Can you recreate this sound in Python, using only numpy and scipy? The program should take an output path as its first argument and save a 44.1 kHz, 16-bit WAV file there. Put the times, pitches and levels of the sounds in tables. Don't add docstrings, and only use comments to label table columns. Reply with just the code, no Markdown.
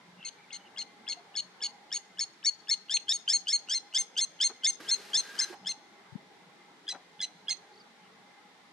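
import sys
import numpy as np
from scipy import signal
from scipy.fft import rfft, irfft, next_fast_len
from scipy.io import wavfile
from scipy.ndimage import uniform_filter1d, map_coordinates

SR = 44100
rng = np.random.default_rng(int(sys.argv[2]) if len(sys.argv) > 2 else 0)


def bounce(signal):
    frames = np.transpose(np.atleast_2d(signal))
    limited = np.clip(frames, -1, 1)
    pcm = np.round(limited * 32767).astype(np.int16)
    wavfile.write(sys.argv[1], SR, pcm)


N = 384552
TIME = np.arange(N) / SR

# pitch_hz, relative_db
RASP_SPECTRUM = [(1200, -28), (2500, -10), (3500, -8.5), (5500, -4.5), (7000, -9.5), (9000, -15.5),
                 (12000, -27), (15000, -50.5)]


def undb(db):
    return 10 ** (np.asarray(db) / 20)


def unit(x):
    return x / np.sqrt(np.mean(x ** 2))


def read_db(points, hz):
    f, db = np.transpose(points)
    return np.interp(np.log(hz + 1), np.log(f), db)


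def read_curve(table, at):
    return np.interp(at, *np.transpose(table))


def noise(points, n):
    size = next_fast_len(n, real=True)
    gains = undb(read_db(points, np.fft.rfftfreq(size, 1 / SR)))
    return unit(irfft(rfft(rng.standard_normal(size)) * gains, size)[:n])


def resonance(hz, width, n):
    return unit(signal.lfilter(*signal.iirpeak(hz, hz / width, fs=SR), rng.standard_normal(n)))


def walk(rate, n):
    k = max(int(SR / rate), 2)
    jumps = np.repeat(rng.standard_normal(n // k + 1), k)
    return 1.967 * uniform_filter1d(uniform_filter1d(jumps, k), k)[:n]


def step(t, at, width):
    return .5 + .5 * np.tanh((t - at) / width)


def bump(t, at, width):
    return np.exp(-((t - at) / width) ** 2)


def phase_of(hz):
    return 2 * np.pi * np.cumsum(hz) / SR


def add(out, x, at, pan_db=0):
    i = int(at * SR)
    x = x[..., :N - i]
    out[:, i:i + x.shape[-1]] += x * undb(np.array([[pan_db], [-pan_db]]) / 2)


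def patchy(x, depth_db, size=2048):
    bands = signal.stft(x, nperseg=size)[2]
    swell = uniform_filter1d(rng.standard_normal(bands.shape[1:]), size=4, axis=0)
    swell = unit(uniform_filter1d(swell, size=4, axis=1))
    return signal.istft(bands * undb(depth_db * swell), nperseg=size)[1][:, :N]


def open_air(air_db=-61.5, hiss_db=4.5, drift_share=0.44, flicker_db=2, wide_hz=2200):
    # pitch_hz, relative_db
    spectrum = [(15, -100), (25, -44), (147, -11), (193, -5), (300, -3.5), (430, -2.5), (560, -8),
                (824, -4), (1230, -9), (2060, -10), (2700, -18.5), (3600, -16.5), (12100, -38.5),
                (15400, -66)]
    # time_s, relative_db
    loudness = [(0.0, -57.5), (1.2, -54), (2.7, -63.5), (5.3, -55.5), (7.8, -58.5)]
    # pitch_hz, width_hz, level_db
    hum_bands = [(185.3, 28, -71.5), (821, 26, -69), (2077, 36, -71.5)]
    times, levels = np.transpose(loudness)
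    swell_db = drift_share * np.interp(TIME, times, levels - np.median(levels))
    spread = np.clip(np.sqrt(np.fft.rfftfreq(N, 1 / SR) / wide_hz), .4, 1)
    middle = noise(spectrum, N)
    side = irfft(rfft(noise(spectrum, N)) * spread, N)
    air = undb(air_db) * (middle + side * np.array([[1], [-1]]))
    low = signal.sosfiltfilt(signal.butter(2, 2500, fs=SR, output="sos"), air)
    hums = sum(undb(db + flicker_db * walk(12, N)) * resonance(hz, width, N)
               for hz, width, db in hum_bands)
    hums = signal.sosfilt(signal.butter(2, [140, 3000], "bandpass", fs=SR, output="sos"), hums)
    return undb(hiss_db) * (air - low) + undb(swell_db) * patchy(low + hums, depth_db=2.8)


def slur(length, from_hz, to_hz, flutter_db, waver=0.028):
    n = int(length * SR)
    hz = np.linspace(from_hz, to_hz, n) * (1 + waver * walk(500, n))
    tone = unit(np.sin(phase_of(hz)) * signal.windows.tukey(n, .5))
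    return undb(flutter_db * walk(122, n)) * tone


def far_birds(trill_start_s=7.72, trill_gap_s=.018):
    # start_s, length_s, from_hz, to_hz, level_db
    calls = [(.165, .13, 2900, 2420, -60), (.37, .1, 2340, 2260, -66), (.575, .13, 3060, 2830, -66),
             (8.0, .09, 3050, 2800, -71), (.06, .16, 178, 182, -64), (1.16, .07, 698, 720, -61)]
    out = np.zeros((2, N))
    for start, length, from_hz, to_hz, db in calls:
        add(out, undb(db) * slur(length, from_hz, to_hz, flutter_db=3.5), start)
    for k, length in enumerate([.0099] * 4 + [.0325]):
        tick = slur(length, from_hz=5000, to_hz=4370, flutter_db=-1)
        add(out, undb(-67.5 + 2 * k) * tick, trill_start_s + k * trill_gap_s)
    return out


def zoom_motor(on_s=4.8, off_s=5.545, whirr_db=-53.5, ticks_per_s=45, tick_s=0.0031, throb_db=4):
    # pitch_hz, relative_db
    gears = [(170, -21), (350, -1), (600, -7), (1700, -1), (2800, -4), (4500, -4), (7000, -12), (9500, -16),
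             (12500, -17.5), (13500, -56)]
    # pitch_hz, width_hz, level_db
    housing = [(423, 28, -63.5), (1614, 29, -59)]
    running = step(TIME, on_s, 0.009) * (1 - step(TIME, off_s, 0.01))
    kicks = (rng.random(N) < ticks_per_s / SR) * rng.exponential(size=N)
    ticks = signal.lfilter([1], [1, -np.exp(-1 / (tick_s * SR))], kicks)
    shared = noise(gears, N)
    each_ear = undb(-3) * np.array([noise(gears, N) for _ in range(2)])
    whirr = undb(whirr_db) * (1 + 0.46 * ticks) * (shared + each_ear)
    rings = sum(undb(db + throb_db * walk(25.06, N)) * resonance(hz, width, N)
                for hz, width, db in housing)
    return running * undb(.5 * walk(59, N)) * (whirr + rings)


def handling(damping=0.05, soft_hz=1900):
    # start_s, pitch_hz, length_s, level_db, pan_db
    bump_list = [(6.118, 137, 0.026, -55, 31), (6.151, 200, 0.016, -40, 27)]
    # start_s, level_db, pitch_hz, fade_s (to fall 60 dB), pan_db, ring_share
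    knock_list = [(4.495, -40, 428, 0.12, -3, 0.4), (4.8, -38, 316, 0.073, -3, 0.7),
                  (5.497, -40, 362, 0.14, -7, 1), (5.528, -35, 810, 0.088, -6, 0.85),
                  (6.924, -43, 765, 0.25, 5, 0.9), (6.945, -38.5, 370, 0.088, 4, 0)]
    bumps, knocks = np.zeros((2, 2, N))
    for start, hz, length, db, pan_db in bump_list:
        t = np.arange(int(length * SR)) / SR
        shake = -np.cos(2 * np.pi * hz * (t - length / 2))
        add(bumps, undb(db) * np.hanning(len(t)) * shake, start, pan_db)
    t = np.arange(SR // 4) / SR
    dull = signal.butter(2, [200, soft_hz], "bandpass", fs=SR, output="sos")
    for start, db, hz, fade_s, pan_db, ring in knock_list:
        scuff = unit(signal.sosfilt(dull, rng.standard_normal(len(t))))
        body = np.sqrt(ring) * resonance(hz, hz * damping, len(t)) + np.sqrt(1 - ring) * scuff
        add(knocks, undb(db - 60 * t / fade_s) * step(t, 0.0017, 0.0054) * body, start, pan_db)
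    return bumps + signal.sosfilt(dull, knocks)


def with_echoes(x, ground_db=-21, near_db=-17, bushes_db=-33, dull_hz=7500, blur_s=.00002):
    t = np.arange(SR // 2) / SR
    ears = []
    for _ in range(2):
        ground, near, bushes = (
            rng.standard_normal(len(t)) * undb(-60 * t / fade_s) * step(t, delay_s, delay_s / 4)
            for fade_s, delay_s in ((.26, .001), (.15, .006), (1, .02)))
        bushes = signal.lfilter(*signal.butter(2, dull_hz, fs=SR), bushes)
        scatter = undb(ground_db) * unit(ground) + undb(near_db) * unit(near)
        scatter += undb(bushes_db) * unit(bushes)
        echoes = signal.fftconvolve(x, scatter / np.sqrt(len(t)))
        n = len(echoes)
        blurred = map_coordinates(echoes, [np.arange(n) + blur_s * SR * walk(400, n)])
        ears.append(blurred * undb(1.5 * walk(70, n)) + np.pad(x, (0, len(t) - 1)))
    return np.array(ears)


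def harmonic(phase, shape, db, length, flutter_db):
    shape = shape * undb(flutter_db * walk(500, len(phase)))
    return undb(db) * np.sin(phase) * shape * np.sqrt(2 * length * SR / np.sum(shape ** 2))


def lead_in(t, note, thread_db=-9):
    _, glide_s, from_hz, *_ = note
    hz = np.interp(t, [-.011, -.005], [2850, 2 * from_hz]) * (1 + .04 * walk(900, len(t)))
    thread = undb(thread_db) * step(t, -.009, .001) * (1 - step(t, 0, .001))
    level_db = -42 - 150 * glide_s + 2 * rng.standard_normal()
    return undb(level_db) * (bump(t, -.009, .0018) + thread) * np.sin(phase_of(hz))


def glide(t, note, beak_opens_s=.0094, grate_hz=290, throat_hz=5200, throat_width_hz=480):
    # glide_s, end_pitch_share (of top_hz)
    urgency = [(.02, 0.776), (.026, .875), (.05, .865)]
    # pitch_hz, relative_db
    overtones = [(1500, -21), (2000, -14.5), (5900, -2.5), (7000, -13.5), (7800, -11.5), (8600, -16),
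                 (9400, -31), (12500, -39), (15000, -56)]
    _, length, from_hz, top_hz, second_db, third_db, *_, crest, rough = note
    n, strongest_db = len(t), max(second_db, third_db)
    rise = np.clip(t / length, 0, 1)
    hz = from_hz + (read_curve(urgency, length) * top_hz - from_hz) * rise ** .76
    grate = np.sin(phase_of(grate_hz * (1 + .35 * walk(300, n)))) * (.4 + rise)
    phase = phase_of(hz * (1 + .005 * walk(1100, n) + .008 * grate))
    gate = step(t, 0, .0008) * (1 - step(t, length, .001))
    catch = 1 - .6 * rng.random() * bump(t, beak_opens_s - .002, .002)
    falter = 1 - .55 * bump(t, length, .005)
    shape = gate * catch * falter * (1 + .25 * grate)
    beak = .06 + .94 * step(t, beak_opens_s, .0006)
    swell = undb(-24 * (rise - crest) ** 2 + 1.8 * walk(170, n))
    tone = harmonic(2 * phase, shape * swell, second_db, length, flutter_db=1.2)
    throat = 1 / (1 + ((3 * hz - throat_hz) / throat_width_hz) ** 2)
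    third_shape = shape * beak * throat * undb(1.8 * walk(170, n))
    tone += harmonic(3 * phase, third_shape, third_db, length, flutter_db=1.2)
    for k in (1, 4, 5, 6, 7):
        colour = undb(read_db(overtones, k * hz)) * (beak if k > 1 else .5 + rough)
        tone += colour * harmonic(k * phase, shape, strongest_db, length, flutter_db=2.4)
    rasp = undb(strongest_db - 17) * gate * np.sqrt(beak) * (1 + bump(t, length - .003, .004))
    scratch = undb(second_db - 14) * bump(t, .0015, .002) * (.5 + rough) / 2
    return tone + noise(RASP_SPECTRUM, n) * (rasp + scratch)


def held_top(t, note, droop=0.0369, sag=0.0694, fade_db=3, stumble_gap_s=.01):
    # time_s, length_s
    holds = [(.2, 0.045), (2.7, 0.034), (3.2, 0.041), (4.7, 0.039), (6.9, 0.03)]
    # time_s, relative_db
    flick_levels = [(.2, -12), (.5, -2), (1.9, -4), (2.2, -18), (5.4, -20), (5.7, -8), (7.5, -12)]
    start, glide_s, _, top_hz, _, _, first_db, second_db, third_db, _, rough = note
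    t, n = t - glide_s, len(t)
    length = read_curve(holds, start)
    held = np.clip(t / length, 0, 1.1)
    flick_s = length * (.71 + .025 * rng.standard_normal())
    stumble = min(1.8 * rough, 1) * bump(t, flick_s, .0018)
    for k in (1, 2):
        stumble += rough ** (2 * k) * rng.uniform(.4, 1) * bump(t, flick_s - k * stumble_gap_s, .0016)
    arch = 1.006 - droop * ((held - .38) / .62) ** 2
    jitter = (.001 + .004 * rough ** 2) * walk(1100, n)
    phase = phase_of(top_hz * arch * (1 + jitter - sag * stumble))
    gate = step(t, 0, .0009) * (1 - step(t, length - .002, .003))
    shape = gate * undb(-fade_db * held ** 2) * (1 - .8 * stumble)
    levels = [second_db, third_db, third_db - 13, third_db - 25, third_db - 38]
    tone = sum(harmonic(k * phase, shape, db, length, .25 + rough ** 3)
               for k, db in enumerate(levels, 2))
    body = step(t, -.0066, .003) * np.exp(-np.maximum(t, 0) / .018) * (1 - step(t, length, .003))
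    tone += harmonic(phase, body, first_db, length, 1 + rough)
    lower_hz = top_hz * (1.72 + .19 * walk(450, n))
    lower = undb(-9 + 4 * walk(250, n)) * rough ** 2 * np.sin(phase_of(lower_hz))
    flick_hz = top_hz * (1.3 + .2 * (1 - step(t, flick_s, .002)) + .03 * walk(700, n))
    flick_shape = undb(read_curve(flick_levels, start)) * bump(t, flick_s + .002, .003)
    flick = flick_shape * np.sqrt(2) * np.sin(phase_of(flick_hz))
    rasp = noise(RASP_SPECTRUM, n) * (undb(-33) + undb(-16) * (rough ** 3 + stumble))
    return tone + undb(max(second_db, third_db)) * (gate * (lower + rasp) + flick)


def scolding_bird():
    # start_s, glide_s, from_hz, top_hz, glide_second_db, glide_third_db, top_first_db,
    # top_second_db, top_third_db, crest_share, roughness (0-1). The levels are those of harmonics
    notes = [(0.238, 0.012, 1480, 2146, -56, -57, -53.5, -43, -43.5, 0.0, 0.84),
             (0.516, 0.013, 1650, 2156, -56, -58.5, -52, -45.5, -46.5, 0.18, 1),
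             (0.773, 0.016, 1645, 2150, -42, -44.5, -53, -38, -47, 0.45, 0.98),
             (1.078, 0.019, 1684, 2170, -39.5, -40, -52, -36.0, -43.5, 0.15, 0.77),
             (1.353, 0.017, 1690, 2190, -42.5, -39.5, -56, -33, -40.5, 0.0, 0.75),
             (1.616, 0.019, 1680, 2219, -43.5, -37.5, -51.5, -33, -39.5, 0.3, 0.87),
             (1.9166, 0.0255, 1565, 2204, -42, -36, -51.5, -38.5, -35, 0.4, 0.8),
             (2.184, 0.024, 1615, 2202, -44.5, -33.5, -51, -32.5, -35.5, 0.19, 0.52),
             (2.439, 0.026, 1640, 2211, -43, -32, -48, -25, -34, 0.93, 0.12),
             (2.683, 0.029, 1613, 2164, -41, -32.5, -45, -26, -35.5, 0.47, 0.44),
             (2.896, 0.044, 1530, 2145, -35, -38, -49.5, -27.5, -31, 0.41, 0.45),
             (3.083, 0.049, 1558, 2196, -30, -30, -57.5, -39.5, -33.5, 0.39, 0.038),
             (3.278, 0.055, 1490, 2159, -32.5, -29, -47.5, -27.0, -28.5, 0.004, 0.089),
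             (3.471, 0.058, 1456, 2162, -35, -33.5, -44.5, -26.0, -31, 0.046, 0.046),
             (3.686, 0.06, 1374, 2114, -35.5, -33, -47, -31, -37, 0.58, 0.3),
             (3.937, 0.046, 1415, 2113, -30.5, -31, -42.5, -41, -29, 0.59, 0.045),
             (4.166, 0.045, 1440, 2124, -30.5, -34.5, -47, -31.5, -30.5, 0.45, 0.045),
             (4.402, 0.038, 1464, 2134, -29, -30, -43, -29.0, -28, 0.48, 0.085),
             (4.635, 0.036, 1510, 2133, -29, -29, -38.5, -36, -27.0, 0.56, 0.12),
             (4.878, 0.035, 1567, 2126, -37.5, -34, -49, -26, -31.5, 0.61, 0.05),
             (5.133, 0.04, 1548, 2114, -29.5, -28.5, -55.0, -30.0, -30, 0.37, 0.34),
             (5.38, 0.034, 1486, 2094, -45, -28.5, -44, -32.5, -33.5, 0.23, 0.57),
             (5.659, 0.032, 1545, 2110, -36.5, -38.0, -49, -35.5, -38.0, 0.38, 0.62),
             (6.879, 0.022, 1717, 2020, -37.0, -39, -52.5, -38, -43, 0.35, 0.98),
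             (7.204, 0.021, 1740, 2060, -37.5, -42.5, -47, -33.5, -39, 0.075, 0.87),
             (7.483, 0.021, 1637, 2119, -35, -38, -46, -32.5, -36.0, 0, 0.6)]
    # time_s, pan_db
    balance = [(1.35, 4.3), (1.65, 1.5), (2.6, 4.5), (3.1, 2.3), (4.5, 1), (5.4, 2.8), (6.9, 1.8),
               (7.5, -4)]
    # time_s, lag_samples
    lags = [(0.2, 1.57), (2.65, 1.04), (5.4, 0.71), (6.9, -1.06)]
    out = np.zeros((2, N))
    t = np.arange(-.016, .125, 1 / SR)
    for note in notes:
        start = note[0]
        voice = lead_in(t, note) + glide(t, note) + held_top(t, note)
        add(out, with_echoes(voice), start + t[0], read_curve(balance, start))
    right = map_coordinates(out[1], [np.arange(N) - read_curve(lags, TIME)], order=3)
    return np.array([out[0], right])


def scene(bird_db=0.32):
    return undb(bird_db) * scolding_bird() + far_birds() + handling() + zoom_motor() + open_air()


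def record(dry, top_hz=14800):
    return signal.sosfilt(signal.ellip(8, .2, 70, top_hz, fs=SR, output="sos"), dry)


dry = scene()
out = record(dry)
bounce(out)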